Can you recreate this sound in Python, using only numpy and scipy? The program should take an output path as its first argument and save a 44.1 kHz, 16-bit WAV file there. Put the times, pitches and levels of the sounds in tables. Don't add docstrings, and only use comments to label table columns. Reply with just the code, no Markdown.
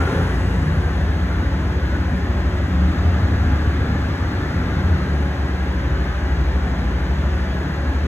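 import sys
import numpy as np
from scipy import signal
from scipy.fft import irfft, next_fast_len
from scipy.io import wavfile
from scipy.ndimage import uniform_filter1d

SR = 44100
rng = np.random.default_rng(int(sys.argv[2]) if len(sys.argv) > 2 else 0)


def to_wav(s):
    ch = np.atleast_2d(s).T
    pcm = np.round(np.clip(ch, -1, 1) * 32767)
    wavfile.write(sys.argv[1], SR, pcm.astype(np.int16))


N = 355887
T = np.arange(N) / SR
SHAFT_HZ = 30.45


def from_db(db):
    return 10 ** (np.asarray(db) / 20)


def unit(x):
    return x / np.sqrt(np.mean(abs(x) ** 2) + 1e-20)


def ease(start_s, takes_s):
    return 1 - np.exp(-(np.maximum(T - start_s, 0) / takes_s) ** 2)


def bump(middle_s, half_s):
    return np.exp(-((T - middle_s) / half_s) ** 2)


def drift(rate_hz):
    control_rate = 256
    hz = np.fft.fftfreq(4096, 1 / control_rate)
    a, b = rng.standard_normal((2, len(hz)))
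    slow = unit(np.fft.ifft((a + 1j * b) * np.exp(-(hz / rate_hz) ** 2)))
    return np.interp(T * control_rate, np.arange(len(hz)), slow)


def colour(spectrum, hz):
    f, db = np.transpose(spectrum)
    return from_db(np.interp(np.log(hz + 1), np.log(f), db))


# f/Hz, coherence/0-1, left lead/rad, left minus right/dB
STEREO_IMAGE = [(60, 1, 0, .7), (180, .99, 0, .9), (350, .92, -.1, .8), (600, .66, -.2, 1),
                (950, .48, .4, 1.4), (1600, .6, 1.2, 1.8), (2500, .4, 1.6, .7), (3500, .7, 1.6, .8),
                (4850, .93, 3.14, .2), (6800, .92, 6.2, 0), (9000, .92, 9.4, 0), (15200, .88, 18.8, 0)]


def ports(hz):
    f, *columns = np.transpose(STEREO_IMAGE)
    return [np.interp(hz, f, column) for column in columns]


def place(tone, hz):
    _, lead, tilt_db = ports(hz)
    left = tone.real * from_db(tilt_db / 2)
    right = (tone * np.exp(-1j * lead)).real * from_db(-tilt_db / 2)
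    return np.sqrt(2) * np.array([left, right])


def port_pair(hz, count):
    a, b, c, d = rng.standard_normal((count, len(hz), 4)).T
    coherence, lead, tilt_db = ports(hz[:, None])
    left = a + 1j * b
    right = (coherence * left + np.sqrt(1 - coherence ** 2) * (c + 1j * d)) * np.exp(-1j * lead)
    return np.array([left * from_db(tilt_db / 2), right * from_db(-tilt_db / 2)])


def far_noise(spectrum, patchy_db=2):
    hz, frames = np.fft.rfftfreq(4096, 1 / SR), N // 1024 + 5
    patches = rng.standard_normal((frames, len(hz))).T
    patches = unit(uniform_filter1d(uniform_filter1d(patches, size=5, axis=0), size=7, axis=1))
    spectra = port_pair(hz, frames) * colour(spectrum, hz)[:, None] * from_db(patchy_db * patches)
    return unit(signal.istft(spectra, nperseg=4096, noverlap=3072)[1][:, :N])


def resonance(hz, width_hz):
    offset = np.fft.fftfreq(next_fast_len(N), 1 / SR)
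    a, b = rng.standard_normal((2, len(offset)))
    blur = unit(np.fft.ifft((a + 1j * b) * np.exp(-(offset / width_hz) ** 2))[:N])
    return place(blur * np.exp(2j * np.pi * np.cumsum(hz) / SR), np.median(hz))


def buzz(hz, spectrum, stop=22, fade_hz=10):
    angle = 2 * np.pi * np.cumsum(hz) / SR
    out = np.zeros((2, N))
    for k in range(2, stop):
        top_hz = k * hz.max()
        out += place(colour(spectrum, top_hz) * drift(fade_hz) * np.exp(1j * k * angle), top_hz)
    return unit(out)


# f/Hz, relative level/dB
WASH_EQ = [(20, -43), (34, -32), (45, -2.5), (70, -7), (160, -2), (215, -5), (300, -8), (340, -9.5),
           (420, -12), (860, -16.5), (1050, -19.5), (1700, -15.5), (1900, -20.5), (2200, -24.5),
           (4000, -31.5), (7500, -45), (9000, -49), (12000, -50.5), (16000, -55.5)]


def wash(level_db=-27):
    return from_db(level_db) * far_noise(WASH_EQ)


# middle t/s, half length/s, middle f/Hz, level/dB
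AIR_WHISTLES = [(.5, .22, 7800, -62), (3.2, 0.54, 6700, -64)]


def whistles(width_hz=750, fall_per_s=0.17):
    out = np.zeros((2, N))
    for middle_s, half_s, hz, db in AIR_WHISTLES:
        pitch = hz * np.exp(-fall_per_s * np.clip(T - middle_s, -2 * half_s, 2 * half_s))
        out += from_db(db) * bump(middle_s, half_s) * resonance(pitch, width_hz)
    return out


def gear_whine(hz=1944, level_db=-49, width_hz=8):
    return place(from_db(level_db) * drift(width_hz) * np.exp(2j * np.pi * hz * T), hz)


# f/Hz, width/Hz, level/dB
HOUSING_BANDS = [(847, 22, -49), (1554, 62, -50), (1705, 77, -47)]


def whirrs(waver=0.028, waver_hz=1.6, flicker_db=2):
    out = np.zeros((2, N))
    for hz, width_hz, db in HOUSING_BANDS:
        gain = from_db(db + flicker_db * drift(waver_hz).real)
        pitch = hz * (1 + waver * drift(waver_hz).real)
        out += gain * resonance(pitch, width_hz)
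    return out


# middle t/s, half length/s, middle f/Hz, glide/(Hz/s), width/Hz, level/dB
RING_CUES = [(0.146, 0.17, 382.6, -9, 30, -32.5), (.17, 0.07, 520, 3, 54, -31.5),
             (0.127, 0.13, 1390, 2, 60, -34.5), (.68, 0.1, 152.7, -15, 2, -27),
             (.8, 0.12, 1570, 3, 14, -41), (1.952, 0.12, 1487, -59, 15, -39.5),
             (2.83, 0.12, 179.8, -21, 5.2, -28), (3.393, .35, 1690, 112.5, 16, -51),
             (3.45, .25, 718, 0.5, 20, -47), (3.6, .35, 1357, 0.5, 19, -44.5),
             (3.75, 0.23, 1143, 1, 13, -44), (4.45, 0.16, 1740, -0.5, 28, -43),
             (4.704, .3, 1338, -54, 24, -43.5), (4.9, 0.19, 1625, 1, 30, -44)]


def rings():
    out = np.zeros((2, N))
    for middle_s, half_s, hz, glide, width_hz, db in RING_CUES:
        pitch = hz + glide * np.clip(T - middle_s, -half_s, half_s)
        out += from_db(db) * bump(middle_s, half_s) * resonance(pitch, width_hz)
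    return out


# f/Hz, width/Hz, level at full load/dB, share of the load swing/0-1
LOW_HUMS = [(43, 0.68, -43, 0.3), (64, 1.4, -34, 0.6), (84.3, 0.83, -42.5, 0), (93.2, 2.3, -38.5, 0.3),
            (107.9, 3.4, -35.5, 0.66), (142.6, 1.5, -37, 0.03), (182, 0.83, -41, 0.03),
            (252.8, 4.9, -40, 0.24), (312.4, 5.3, -42, 0.65)]


def hums():
    swing_db = load_db()
    swing_db -= swing_db.max()
    return sum(place(from_db(db + share * swing_db) * drift(width) * np.exp(2j * np.pi * hz * T), hz)
               for hz, width, db, share in LOW_HUMS)


# f/Hz, relative level/dB
RUSH_EQ = [(40, -25), (90, 12), (150, 6), (280, 2.5), (480, -1), (600, -8), (740, -5), (1150, -7.5),
           (1450, -6), (2300, -14), (4000, -23), (7000, -32), (10000, -43), (16000, -39)]


def rush(burst_db=-32, tail_db=-22.5, tail_t60_s=3.5):
    roar = from_db(-3) * far_noise(RUSH_EQ)
    rasp = from_db(-5.5) * buzz(upper_engine()[0], RUSH_EQ)
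    burst = from_db(burst_db) * bump(middle_s=0.17, half_s=0.14)
    tail = from_db(tail_db - 60 * T / tail_t60_s)
    return (burst + tail) * (roar + rasp)


# f/Hz, relative level/dB
HISS_EQ = [(1500, -19), (3500, -19), (6000, 2), (7500, -6), (10000, 1), (12000, -17), (16000, -19)]


def hiss(start_db=-51, t60_s=6):
    return from_db(start_db - 60 * T / t60_s) * far_noise(HISS_EQ)


def shaft(wander=0.001646):
    return np.cumsum(SHAFT_HZ * (1 + wander * drift(1.65).real)) / SR


# f/Hz, relative level/dB
CLATTER_EQ = [(200, -19), (300, 1.5), (500, -8.5), (850, -6), (1100, -5.5), (1700, -9), (2000, -5),
              (2700, -21), (4000, -23), (7000, -27.5)]


def clatter(turns, level_db=-38, fade_hz=6, fading=1.02):
    hz = np.arange(4097) * SHAFT_HZ / 2
    gain = colour(CLATTER_EQ, hz) * (hz > CLATTER_EQ[0][0]) * (hz < CLATTER_EQ[-1][0])
    cycles = irfft(port_pair(hz, count=2) * gain[:, None], axis=1)
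    position = np.arange(cycles.shape[1]) / cycles.shape[1]
    blend = fading * drift(fade_hz).real
    crossfade = np.array([np.cos(blend), np.sin(blend)])
    loops = [[np.interp(turns / 2, position, cycle, period=1) for cycle in port.T] for port in cycles]
    return from_db(level_db) * unit((np.array(loops) * crossfade).sum(axis=1))


# multiple of the shaft speed, level/dB
SHAFT_ORDERS = [(3, -41), (3.5, -45), (4, -39), (6, -34.5), (8, -48.5), (9, -42.5), (12, -43.5), (13, -60),
                (16, -53.5), (17, -58), (18, -52), (19, -54), (21, -53.5), (23, -61), (24, -54.5),
                (60, -63), (66, -74)]


def generator(turns, fading=0.65, fade_hz=4):
    out = np.zeros((2, N))
    for multiple, db in SHAFT_ORDERS:
        path = unit(np.exp(2j * np.pi * rng.random()) + fading * drift(fade_hz))
        out += place(from_db(db) * path * np.exp(2j * np.pi * multiple * turns), multiple * SHAFT_HZ)
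    return out


def load_db(base_db=-33.5, throttle_db=3.5, pull_db=2, drop_db=13):
    speeding_up = np.maximum(np.gradient(throttle(1)), 0)
    lift_db = throttle_db * throttle(1) + pull_db * speeding_up / speeding_up.max()
    return base_db + lift_db - drop_db * ease(start_s=5.1, takes_s=0.47)


# f/Hz, relative level/dB
RUMBLE_EQ = [(25, -35), (35, -27), (48, 3), (80, 4), (130, -7.5), (300, -6.5), (350, -22), (450, -20.5),
             (800, -21), (1700, -29.5), (4000, -53)]


def rumble():
    return from_db(load_db()) * far_noise(RUMBLE_EQ)


# f/Hz, relative level/dB
KNOCK_EQ = [(300, -10), (700, -0.5), (950, -10), (1200, 4), (1700, 0.5), (2200, -6.5), (3000, -16.5),
            (4200, -14), (7000, -29), (16000, -47)]


def knock(level_db=-37):
    fuel = ease(start_s=2.71, takes_s=0.1) * (1 - ease(start_s=4.93, takes_s=0.19))
    return from_db(level_db) * fuel * far_noise(KNOCK_EQ, patchy_db=4.5)


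# f/Hz, relative level/dB
GROWL_EQ = [(100, -27), (130, 6), (165, -3.5), (260, -3.5), (330, -9), (450, -21)]


def growl(level_db=-34):
    voices = [throttle(twin) * buzz(twin_engine(twin)[0] / 2, GROWL_EQ, stop=10, fade_hz=6.1)
              for twin in (0, 1)]
    return from_db(level_db) * sum(voices)


# engine, middle t/s, half length/s, level change/dB
LEVEL_RIDES = [("slow twin", .1, 0.092, -5), ("steady", 0.36, 0.19, -19), ("upper", 0.3, 0.37, 2.9),
               ("slow twin", 0.4, .13, 3.5), ("fast twin", 3.1, 0.37, 6.3), ("slow twin", 3.4, 0.39, 3.3),
               ("steady", 3.58, 0.24, 4.3), ("steady", 4.39, 0.35, -5.5), ("fast twin", 4.89, 0.14, 8.4),
               ("slow twin", 5.7, .13, 2.5), ("slow twin", 5.4, 0.26, -9), ("slow twin", 6.56, 0.85, 3.8),
               ("steady", 7.86, 0.058, 3), ("slow twin", 7.8, 0.4, -6)]


def swells(engine):
    return sum(db * bump(s, half_s) for name, s, half_s, db in LEVEL_RIDES if name == engine)


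def upper_engine(running_hz=89.13, sag_hz=3.4, recover_s=0.5, base_db=-27, drop_db=11):
    hz = running_hz - sag_hz * np.exp(-T / recover_s)
    return hz, base_db - drop_db * ease(start_s=2.64, takes_s=0.25) + swells("upper")


def steady_engine(running_hz=71.97, over_hz=12, peak_s=0.26, base_db=-23, throb_s=5.68, throb_hz=1.27):
    overshoot = T / peak_s * np.exp(1 - T / peak_s)
    depth = 0.38 * ease(throb_s, takes_s=0.35)
    throb = 1 + depth * np.cos(2 * np.pi * throb_hz * (T - throb_s))
    return running_hz + over_hz * overshoot, base_db + swells("steady") + 20 * np.log10(throb)


# idle f/Hz, full f/Hz, open t/s, spin-up/s, shut t/s, spin-down/s
TWIN_REVS = [(59.2, 85.8, 2.47, .465, 4.87, .4), (61.2, 100.3, 2.44, .63, 4.44, .63)]


def throttle(twin):
    open_s, spin_up_s, shut_s, spin_down_s = TWIN_REVS[twin][2:]
    return ease(open_s, spin_up_s) * (1 - ease(shut_s, spin_down_s))


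# firing f/Hz, level/dB
PIPE_BOOM = [(59, -26), (65, -23), (73, -29.5), (82, -23), (86, -28), (94, -28), (100, -30.5)]


def twin_engine(twin, pull_db_per_hz_per_s=0.03, fast_idle_db=-14):
    idle_hz, full_hz = TWIN_REVS[twin][:2]
    hz = idle_hz + (full_hz - idle_hz) * throttle(twin)
    pipe_db = np.interp(hz, *np.transpose(PIPE_BOOM))
    pull_db = pull_db_per_hz_per_s * np.gradient(hz) * SR
    idle_db = twin * fast_idle_db * (1 - throttle(twin)) ** 3
    return hz, pipe_db + pull_db + idle_db + swells(("slow twin", "fast twin")[twin])


def exhaust(hz, db, second_db, third_db, rough, in_step_s=2.83):
    cycles = np.cumsum(hz) / SR
    firing = np.exp(2j * np.pi * (cycles - np.interp(in_step_s, T, cycles)))
    note = firing * (1 + rough * drift(20))
    second = from_db(second_db) * firing ** 2 * drift(1.2)
    third = from_db(third_db) * firing ** 3 * drift(5)
    return place(from_db(db) * (note + second + third), np.median(hz))


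def scene():
    exhausts = exhaust(*steady_engine(), second_db=-17.5, third_db=-34, rough=0.022)
    for twin in (0, 1):
        exhausts += exhaust(*twin_engine(twin), second_db=-21.5, third_db=-24.5, rough=0.017)
    exhausts += exhaust(*upper_engine(), second_db=-14, third_db=-23.5, rough=0.018)
    turns = shaft()
    engines = exhausts + growl() + generator(turns) + clatter(turns)
    bed = hums() + whirrs() + rings() + gear_whine() + whistles() + wash()
    strain = rumble() + knock() + rush() + hiss()
    return engines + bed + strain


def record(dry):
    eased = dry * signal.windows.tukey(N, 0.001)
    high_cut = signal.firwin(511, 15800, window=("kaiser", 9), fs=SR)
    return signal.oaconvolve(eased, high_cut[None], "same")


dry = scene()
out = record(dry)
to_wav(out)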